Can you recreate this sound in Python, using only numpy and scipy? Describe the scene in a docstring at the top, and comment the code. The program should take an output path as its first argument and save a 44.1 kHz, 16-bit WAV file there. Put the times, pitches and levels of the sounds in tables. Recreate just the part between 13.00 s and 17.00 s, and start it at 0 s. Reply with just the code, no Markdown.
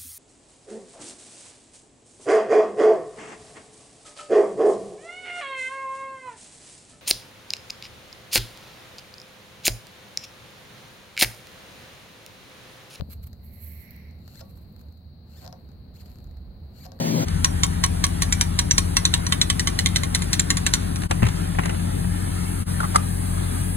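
"""Parts are handled under a car in a garage, close to the microphone, over a low rumble.
First come bumps on the microphone, brief rustles and a long sliding rub, with light ticks here and there.
Then a tight contact sticks and slips four times. Each scrape speeds up until its slips blend into a
thin squeak, then slows into separate clicks that set a metal part ringing. The third runs out as
a creak; the others end in hard snaps."""
import sys
import numpy as np
from scipy import signal
from scipy.fft import rfft, irfft, next_fast_len
from scipy.io import wavfile

SR = 44100
rng = np.random.default_rng(int(sys.argv[2]) if len(sys.argv) > 2 else 0)


def file_out(sig):
    """Save sig as 16-bit WAV at sys.argv[1]."""
    # one column per channel
    cols = np.atleast_2d(sig).T
    # limit, then scale
    lim = np.clip(cols, -1, 1)
    pcm = np.round(lim * 32767).astype(np.int16)
    wavfile.write(sys.argv[1], SR, pcm)


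N = 176400
T = np.arange(N) / SR
FFT_SIZE = next_fast_len(N + SR // 2)
HZ = np.maximum(np.arange(FFT_SIZE // 2 + 1) * SR / FFT_SIZE, 1)

# Levels are relative: the functions set the final mix. A "colour" says how strong each frequency is.
# the four scrapes, one list each (time [s], slip rate [1/s], level [dB])
SCRAPES = [
    [(1.18, 1400, -79), (1.30, 1420, -60.5), (1.335, 1350, -61.5), (1.355, 1600, -58), (1.378, 2130, -54.5),
     (1.393, 1850, -53), (1.402, 1200, -54), (1.408, 450, -41)],
    [(2.26, 1300, -79), (2.32, 1400, -62.5), (2.352, 1420, -61), (2.381, 1880, -54), (2.402, 1550, -57.5),
     (2.416, 800, -54), (2.427, 280, -52.5), (2.458, 200, -53)],
    [(2.938, 1400, -76), (2.958, 2000, -57.5), (2.968, 2600, -58), (2.986, 3600, -64), (3.005, 2300, -55),
     (3.016, 1000, -56), (3.028, 300, -63), (3.05, 120, -80)],
    [(3.70, 1300, -85), (3.76, 1420, -60.5), (3.785, 1450, -56.5), (3.80, 1850, -57.5), (3.817, 2430, -55),
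     (3.833, 2130, -54), (3.845, 1200, -51.5), (3.86, 300, -49.5)],
]
# the slowing creak after the third scrape (time [s], slip rate [1/s], level [dB])
CREAK = [(3.054, 350, -55), (3.085, 153, -62), (3.135, 99, -63.5), (3.165, 68, -66), (3.215, 53, -64)]
# tone of the scraping contact (frequency [Hz], level [dB])
SCRAPE_COLOUR = [(710, -37), (1200, -4), (1660, -8), (2100, -7.5), (3240, -11), (3890, -9), (4240, 3),
                 (5790, -16), (7190, -10), (8640, -15), (9310, -24), (12200, -8), (15800, -18)]
# thin resonances at the contact (frequency [Hz], width [Hz], level [dB])
SCRAPE_PEAKS = [(6850, 250, -5), (7330, 190, -10), (8400, 240, -1.5), (11840, 220, -3), (12450, 230, -5),
                (13200, 260, -5)]
# the last, hard slips of a scrape (time [s], crack level [dB], ring level [dB])
SNAPS = [(1.4096, -33, -43), (1.4131, -31, -46), (2.4479, -40, -48), (2.454, -36, -44),
         (2.4636, -29.5, -44), (2.4774, -27, -40.5), (2.5268, -29.5, -40), (3.8534, -35.5, -41),
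         (3.8617, -40, -48), (3.8643, -32, -47), (3.919, -31.5, -43.5)]
# tone of their crack (frequency [Hz], level [dB])
SNAP_COLOUR = [(700, -8), (1300, -4.5), (2300, -14), (3200, -8), (4200, 4), (5400, 4), (7000, -3.5),
               (8300, -17), (9600, -26), (12000, -5), (15800, -24)]
# the tones the metal part rings with (frequency [Hz], level [dB], time to fade by 60 dB [s])
METAL_MODES = [(536.4, -5.5, .3), (622, -8, 0.14), (665, -7.5, 0.11), (727, -5.5, 0.15), (771, -11, 0.14),
               (838, -22, .28), (904, -15, 0.17), (996, -22.5, 0.27), (1075, -15, 0.16),
               (1133, -18.5, 0.42), (1404, -17.5, 0.1), (1547, -14.5, 0.054), (1850, -18.5, 0.14)]

# light touches and loose grit (time [s], level [dB], extra treble [dB])
TICKS = [(0.228, -50, 2), (0.271, -36, 10), (0.3308, -39.5, -3.5), (0.9079, -35.5, 14), (0.963, -38.5, 11),
         (1.11, -50, -11), (1.188, -63, -13), (1.278, -36, -7.5), (1.393, -42, -13), (1.338, -49, -11),
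         (1.356, -39, -12), (1.574, -42.5, -1), (1.725, -51, 12), (1.763, -41, -3), (1.793, -46.5, -5),
         (1.813, -44.5, -7), (1.885, -50, -2), (1.924, -49.5, -4), (1.974, -48, -1), (2.69, -54, -19),
         (2.716, -50.5, -14), (2.942, -50, -5), (3.242, -44, -4), (3.271, -52, -12), (3.311, -49, -8),
         (3.37, -48, -6), (3.99, -44, -11)]
# their tone (frequency [Hz], level [dB])
TICK_COLOUR = [(700, 4), (1900, 3), (3000, -16), (4300, 11), (5500, -5), (7300, 0), (9500, -16), (12200, 8),
               (15800, 1.5)]
# brief rustles (start [s], length [s], level [dB])
RUSTLES = [(0.102, 0.037, -48), (0.234, 0.011, -50), (0.269, 0.007, -54), (1.495, 0.015, -64),
           (1.562, 0.028, -68), (1.614, 0.018, -71), (1.796, 0.022, -65)]
# faint rubbing between the rustles (time [s], level [dB])
FAINT_RUB_LEVEL = [(0, -70), (1.1, -79), (1.35, -63), (1.6, -70), (1.95, -75.5), (2.2, -87), (2.45, -68.5),
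                   (2.65, -74), (2.9, -80), (3.1, -66), (3.5, -81), (4, -68.5)]
# tone of both (frequency [Hz], level [dB])
RUSTLE_COLOUR = [(710, -49), (1200, -5), (1680, -15), (2320, -8.5), (2720, -11.5), (3450, -16), (4150, -5),
                 (5790, -18), (8360, -11), (9120, -20.5), (12200, 0), (15800, -10.5)]
# the long sliding rub (time [s], level [dB])
SLIDE_LEVEL = [(0.39, -76), (0.412, -81), (0.446, -54.5), (0.502, -65), (0.544, -55.5), (0.592, -58.5),
               (0.624, -45.5), (0.798, -56), (0.808, -51), (0.898, -65), (0.91, -64), (0.916, -63),
               (1.22, -81)]
# its tone (frequency [Hz], level [dB])
SLIDE_COLOUR = [(3000, -23.5), (5500, -33), (7900, -17), (9300, -25.5), (10500, -15), (11700, -2),
                (12400, -0.5), (13800, -9), (15800, -9.5)]
# its resonance, which swells late (time [s], level [dB])
SLIDE_RESONANCE_LEVEL = [(0.39, -79), (0.41, -74.5), (0.666, -61.5), (0.946, -57), (1.102, -63),
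                         (1.24, -77)]
# bumps on the microphone housing (time [s], half width [s], level [dB], left minus right [dB])
BUMPS = [(0.0062, 0.0029, -24, 31), (0.022, 0.0016, -17.5, 20), (0.0893, 0.0011, -29, 7)]
# tone of a sharp click on the left at the start (frequency [Hz], level [dB])
SHARP_CLICK_COLOUR = [(300, 2), (1200, 2.5), (2600, -7), (4200, -1), (5500, -19.5), (9000, -27),
                      (15800, -12)]

# deep rumble of the grip shifting (time [s], level [dB])
GRIP_LEVEL = [(0.06, -57), (0.24, -42), (0.36, -64), (2.6, -67), (3.05, -54), (3.3, -39.5), (3.5, -45.5),
              (4, -57.5)]
# the low rumble and its hum (time [s], level [dB])
RUMBLE_LEVEL = [(0.04, -41), (0.26, -38.5), (0.35, -43.5), (1.36, -46.5), (1.5, -42.5), (2.33, -50.5),
                (2.48, -42.5), (2.51, -51), (2.6, -45), (4.0, -46.5)]
# tone of the rumble (frequency [Hz], level [dB])
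RUMBLE_COLOUR = [(20, -24), (35, -20), (52, -5), (68, 3), (95, -0.5), (125, -11.5), (200, -12.5),
                 (400, -63.5)]
# the air of the garage (time [s], level [dB])
GARAGE_LEVEL = [(0.1, -51.5), (0.29, -53.5), (1.87, -51), (1.93, -56), (2.47, -50.5), (3.39, -51.5),
                (3.97, -49), (4.0, -51)]
# its tone (frequency [Hz], level [dB])
GARAGE_COLOUR = [(60, -7), (115, 1), (155, 0), (230, -2), (290, -11.5), (400, -15), (530, -16),
                 (750, -20), (1100, -27.5), (2000, -33.5), (3300, -40), (6000, -70), (10000, -52)]
# tone of the narrow steady hiss (frequency [Hz], level [dB])
HISS_COLOUR = [(2500, -23), (3400, -20), (3900, 2.5), (4250, 6.5), (4600, 1.5), (5200, -17.5),
               (7000, -30.5), (9500, -81), (12000, -23.5), (14000, -16.5), (15700, -9.5)]
# which side that hiss leans to (frequency [Hz], left minus right [dB])
HISS_BALANCE = [(2500, 1), (4200, 15), (6000, 9), (9000, -7), (12000, 15), (15700, 6)]
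# how the two microphones differ for close sounds (frequency [Hz], left minus right [dB])
MIC_BALANCE = [(100, -20), (500, -4), (1400, 2.5), (2150, -7), (3100, 4.5), (4200, 6.5), (5400, 35),
               (7500, 13), (9400, 9.5), (10600, -7.5), (12100, -17), (14000, -6), (15800, -5)]
# how alike noise is on the two sides (frequency [Hz], correlation [0 to 1])
STEREO_LIKENESS = [(30, .94), (80, 0.97), (160, 0.99), (380, 0.64), (950, 0.13), (2400, 0), (16000, 0)]

RING_BELOW_HZ, CLEAN_ABOVE_HZ = 540, 2100   # slower slips shake the part; faster ones hiss less
SCATTER_S = 0.0018   # each slip spreads briefly through the metal
SILENT_DB = -140
LEFT_RIGHT = np.array([[0.5], [-0.5]])   # splits a level difference between the two sides


def scrapes():
    """A contact sticks and slips, one pulse per slip: fast slips squeak, slow ones shake the part."""
    fast_slips, slow_slips, hiss_level = 0, 0, 0
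    wobble = drift(600)
    slip_sizes = from_db(3 * rng.standard_normal(N))
    for rows in SCRAPES + [CREAK]:
        times, rates, _ = np.transpose(rows)
        rate = np.interp(T, times, rates)
        gain = level(rows, outside_db=SILENT_DB)
        jitter = np.clip(0.022 * (CLEAN_ABOVE_HZ / rate) ** 3, 0.025, 0.1)   # slow slips are less even
        slip_count = np.cumsum(rate * np.exp(jitter * wobble) * (T >= times[0])) / SR
        slip_times = np.interp(np.arange(1, int(slip_count[-1])), slip_count, T)   # at each whole count
        strength = gain * slip_sizes * np.sqrt(SR / rate)   # the rate alone does not change the power
        slips = clicks(slip_times, strength[(slip_times * SR).astype(int)])
        slow_share = 1 / (1 + (rate / RING_BELOW_HZ) ** 2)
        fast_slips += slips * (1 - slow_share)
        slow_slips += slips * slow_share
        hiss_level += gain * rate / (rate + RING_BELOW_HZ) / np.sqrt(1 + (rate / CLEAN_ABOVE_HZ) ** 6)
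    low_cut = 1 / np.sqrt(1 + (2200 / HZ) ** 4)   # the squeak's lowest tone is weak
    squeak = from_db(0.5) * filtered(fast_slips, low_cut)
    crackle = from_db(1) * crumble(slow_slips, SCATTER_S)
    hiss = from_db(-2.5) * hiss_level * friction_grains()
    peaks = sum(from_db(db) * np.abs(resonance(hz, width_hz)) for hz, width_hz, db in SCRAPE_PEAKS)
    contact = filtered(squeak + crackle + hiss, colour(SCRAPE_COLOUR) * (1 + peaks))
    shake = slow_slips * from_db(-7.5 * (T > CREAK[0][0]))   # weaker from the creak onward
    return contact + from_db(-21) * metal_ring(shake)


def snaps():
    """Single hard slips each give a sharp crack and set the part ringing."""
    times, crack_db, ring_db = np.transpose(SNAPS)
    hits = clicks(times, 2 * from_db(crack_db))
    cracks = filtered(hits + from_db(-4.5) * crumble(hits, SCATTER_S), colour(SNAP_COLOUR))
    return cracks + from_db(-3) * metal_ring(clicks(times, from_db(ring_db)))


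def metal_ring(force):
    """A push makes the metal part ring with fading tones, a little out of step on the two sides."""
    out = 0
    for hz, db, fade_s in METAL_MODES:
        decay = from_db(-60 / (fade_s * SR))
        turn = np.exp(2j * np.pi * hz / SR)
        push = force * from_db(2 * drift(79))   # every slip shakes each tone differently
        ring = signal.lfilter([1], [1, -decay * turn], push + 1e-18)
        phase = rng.uniform(0, 2 * np.pi) + rng.normal(0, 0.88, (2, 1))
        out += from_db(db) * (ring * np.exp(1j * phase)).real
    return out


def ticks():
    """Light touches and grit: a sharp first contact crumbles away within a few milliseconds."""
    times, db, tilt_db = np.transpose(TICKS)
    treble = 1 / (1 + (10000 / HZ) ** 8)
    out, decay_s = 0, 0.0021
    for band, tilt_share in ((1 - treble, -0.5), (treble, 0.5)):
        hits = clicks(times, from_db(db + tilt_share * tilt_db))
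        fade = signal.lfilter([1], [1, -np.exp(-1 / (decay_s * SR))], hits + 1e-18)
        crumbs = from_db(-5.5) * fade * rng.standard_normal((2, N))
        out += filtered(from_db(-5) * hits + crumbs, band * colour(TICK_COLOUR))
    return out


def rustles(attack_s=0.0048, release_s=0.0023):
    """Surfaces brush together in short strokes, with faint rubbing in between."""
    gain = level(FAINT_RUB_LEVEL)
    for start, length, db in RUSTLES:
        rise = np.minimum(T - start, 0) / attack_s
        fall = np.maximum(T - start - length, 0) / release_s
        gain += from_db(db) * np.exp(rise - fall)
    return filtered(gain * friction_grains(), colour(RUSTLE_COLOUR))


def slide():
    """One surface slides along another: a long grainy rub with a resonance that swells late."""
    grains = level(SLIDE_LEVEL, outside_db=SILENT_DB) * friction_grains()
    rub = from_db(2.5) * filtered(grains, colour(SLIDE_COLOUR))
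    peaks = resonance(2105, width_hz=493) + from_db(-27.5) * resonance(5580, width_hz=310)
    body = noise(peaks * from_db(at_hz(MIC_BALANCE) * LEFT_RIGHT))
    return rub + from_db(1.5) * level(SLIDE_RESONANCE_LEVEL, outside_db=SILENT_DB) * body


def friction_grains(per_second=9000, spread_db=2, flutter_db=1):
    """Rubbing surfaces catch on each other in thousands of tiny random clicks."""
    catches = rng.random((2, N)) < per_second / SR
    grains = catches * rng.standard_normal((2, N))
    sizes = from_db(spread_db * rng.standard_normal(N) + flutter_db * drift(70))
    return unit_power(grains * sizes)


def microphone_bumps():
    """Bumps on the housing each give one swing of pressure and a dull brush."""
    out = 0
    brush = from_db(-11.5) * noise(1 / (1 + (HZ / 633) ** 8))
    for time, half_width_s, db, pan_db in BUMPS:
        swing = (T - time) / half_width_s
        out += from_db(db) * pan(pan_db) * (swing + brush) * np.exp(-swing ** 2 / 2)
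    return out


def sharp_click():
    """A sharp click on the left at the start."""
    return pan(25) * filtered(clicks([0.0098], from_db([-13.5])), colour(SHARP_CLICK_COLOUR))


def underbody_echo(sound, fade_s=0.14):
    """Sound bounces between car and floor in dense echoes that fall by 60 dB in fade_s."""
    decay_s = fade_s / np.log(1000)
    tail = rng.standard_normal((2, N)) * np.exp(-np.minimum(T / decay_s, 50))
    tail /= np.sqrt(np.sum(tail ** 2, axis=1, keepdims=True))
    return filtered(sound, rfft(tail, FFT_SIZE))


def background():
    """Shaped noise: rumble with a wavering hum, the shifting grip, garage air and a narrow hiss."""
    rumble = from_db(-3) * noise(from_db(at_hz(RUMBLE_COLOUR)))
    hum = from_db(-2) * noise(resonance(76.94, width_hz=8.6))
    grip = level(GRIP_LEVEL) * noise(resonance(54.4, width_hz=21.5))
    air = from_db(2) * level(GARAGE_LEVEL) * noise(from_db(at_hz(GARAGE_COLOUR)))
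    hiss = from_db(-65) * noise(colour(HISS_COLOUR, HISS_BALANCE))
    return pan(-2.3) * (level(RUMBLE_LEVEL) * (rumble + hum) + grip) + air + hiss


def clicks(times, sizes):
    """Single clicks, each shared between the two nearest samples."""
    out = np.zeros(N + SR)
    position = np.maximum(np.asarray(times) * SR, 0)
    np.add.at(out, position.astype(int), sizes * (1 - position % 1))
    np.add.at(out, position.astype(int) + 1, sizes * (position % 1))
    return out[:N]


def crumble(hits, decay_s):
    """Turn each click into a short fading noise of equal energy."""
    decay = np.exp(-2 / (decay_s * SR))
    power = signal.lfilter([1 - decay], [1, -decay], hits ** 2 + 1e-24)
    return np.sqrt(power) * rng.standard_normal((2, N))


def noise(response):
    """Filtered stereo noise of power 1, alike on both sides in the bass."""
    alike = at_hz(STEREO_LIKENESS)
    shared, opposed = rfft(rng.standard_normal((2, FFT_SIZE)))
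    spectrum = np.sqrt(1 + alike) * shared + np.sqrt(1 - alike) * opposed * [[1], [-1]]
    return unit_power(irfft(spectrum * response, FFT_SIZE)[:, :N])


def drift(rate_hz):
    """A random wander of typical size 1, mostly slower than rate_hz."""
    return unit_power(filtered(rng.standard_normal(N), 1 / (1 + (HZ / rate_hz) ** 2)))


def colour(points, balance=MIC_BALANCE):
    """Left and right filters from a colour table, falling away below its first row."""
    lean_db = at_hz(balance) * LEFT_RIGHT
    gain = from_db(at_hz(points) + lean_db) / np.sqrt(np.mean(from_db(lean_db) ** 2, axis=0))
    gain *= np.minimum(HZ / points[0][0], 1) ** 2
    # minimum phase: the filter rings after a click, never before it
    cepstrum = irfft(np.log(unit_power(gain) + 1e-5), FFT_SIZE)
    cepstrum[:, 1:FFT_SIZE // 2] *= 2
    cepstrum[:, FFT_SIZE // 2 + 1:] = 0
    return np.exp(rfft(cepstrum))


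def resonance(hz, width_hz):
    """A steep-sided filter that favours one frequency."""
    return 1 / (1 + 1j * (HZ / hz - hz / HZ) * hz / width_hz) ** 2


def filtered(sound, response):
    """Scale each frequency of a sound by the filter's response."""
    return irfft(rfft(sound, FFT_SIZE) * response, FFT_SIZE)[..., :N]


def at_hz(points):
    """Join a table's rows into a curve over all frequencies."""
    hz, value = np.transpose(points)
    return np.interp(np.log(HZ), np.log(hz), value)


def level(rows, outside_db=None):
    """Gain over time from rows of (time [s], ..., level [dB])."""
    rows = np.array(rows)
    return from_db(np.interp(T, rows[:, 0], rows[:, -1], left=outside_db, right=outside_db))


def pan(db):
    """Left and right gains; positive dB leans left."""
    return unit_power(from_db(db * LEFT_RIGHT))


def from_db(db):
    """Turn decibels into a gain to multiply by."""
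    return 10 ** (np.asarray(db) / 20)


def unit_power(x):
    """Scale to an average power of 1."""
    return x / np.sqrt(np.mean(x ** 2) + 1e-20)


def scene():
    """The close handling and its echo, the bumps, the click and the background."""
    close = scrapes() + snaps() + ticks() + rustles() + slide()
    echo = from_db(-9.5) * underbody_echo(close)
    return close + echo + microphone_bumps() + sharp_click() + background()


def record(dry):
    """Cut the highest treble steeply."""
    cutoff_hz = 15850
    return filtered(dry, 1 / np.sqrt(1 + (HZ / cutoff_hz) ** 300))


dry = scene()
out = record(dry)
file_out(out)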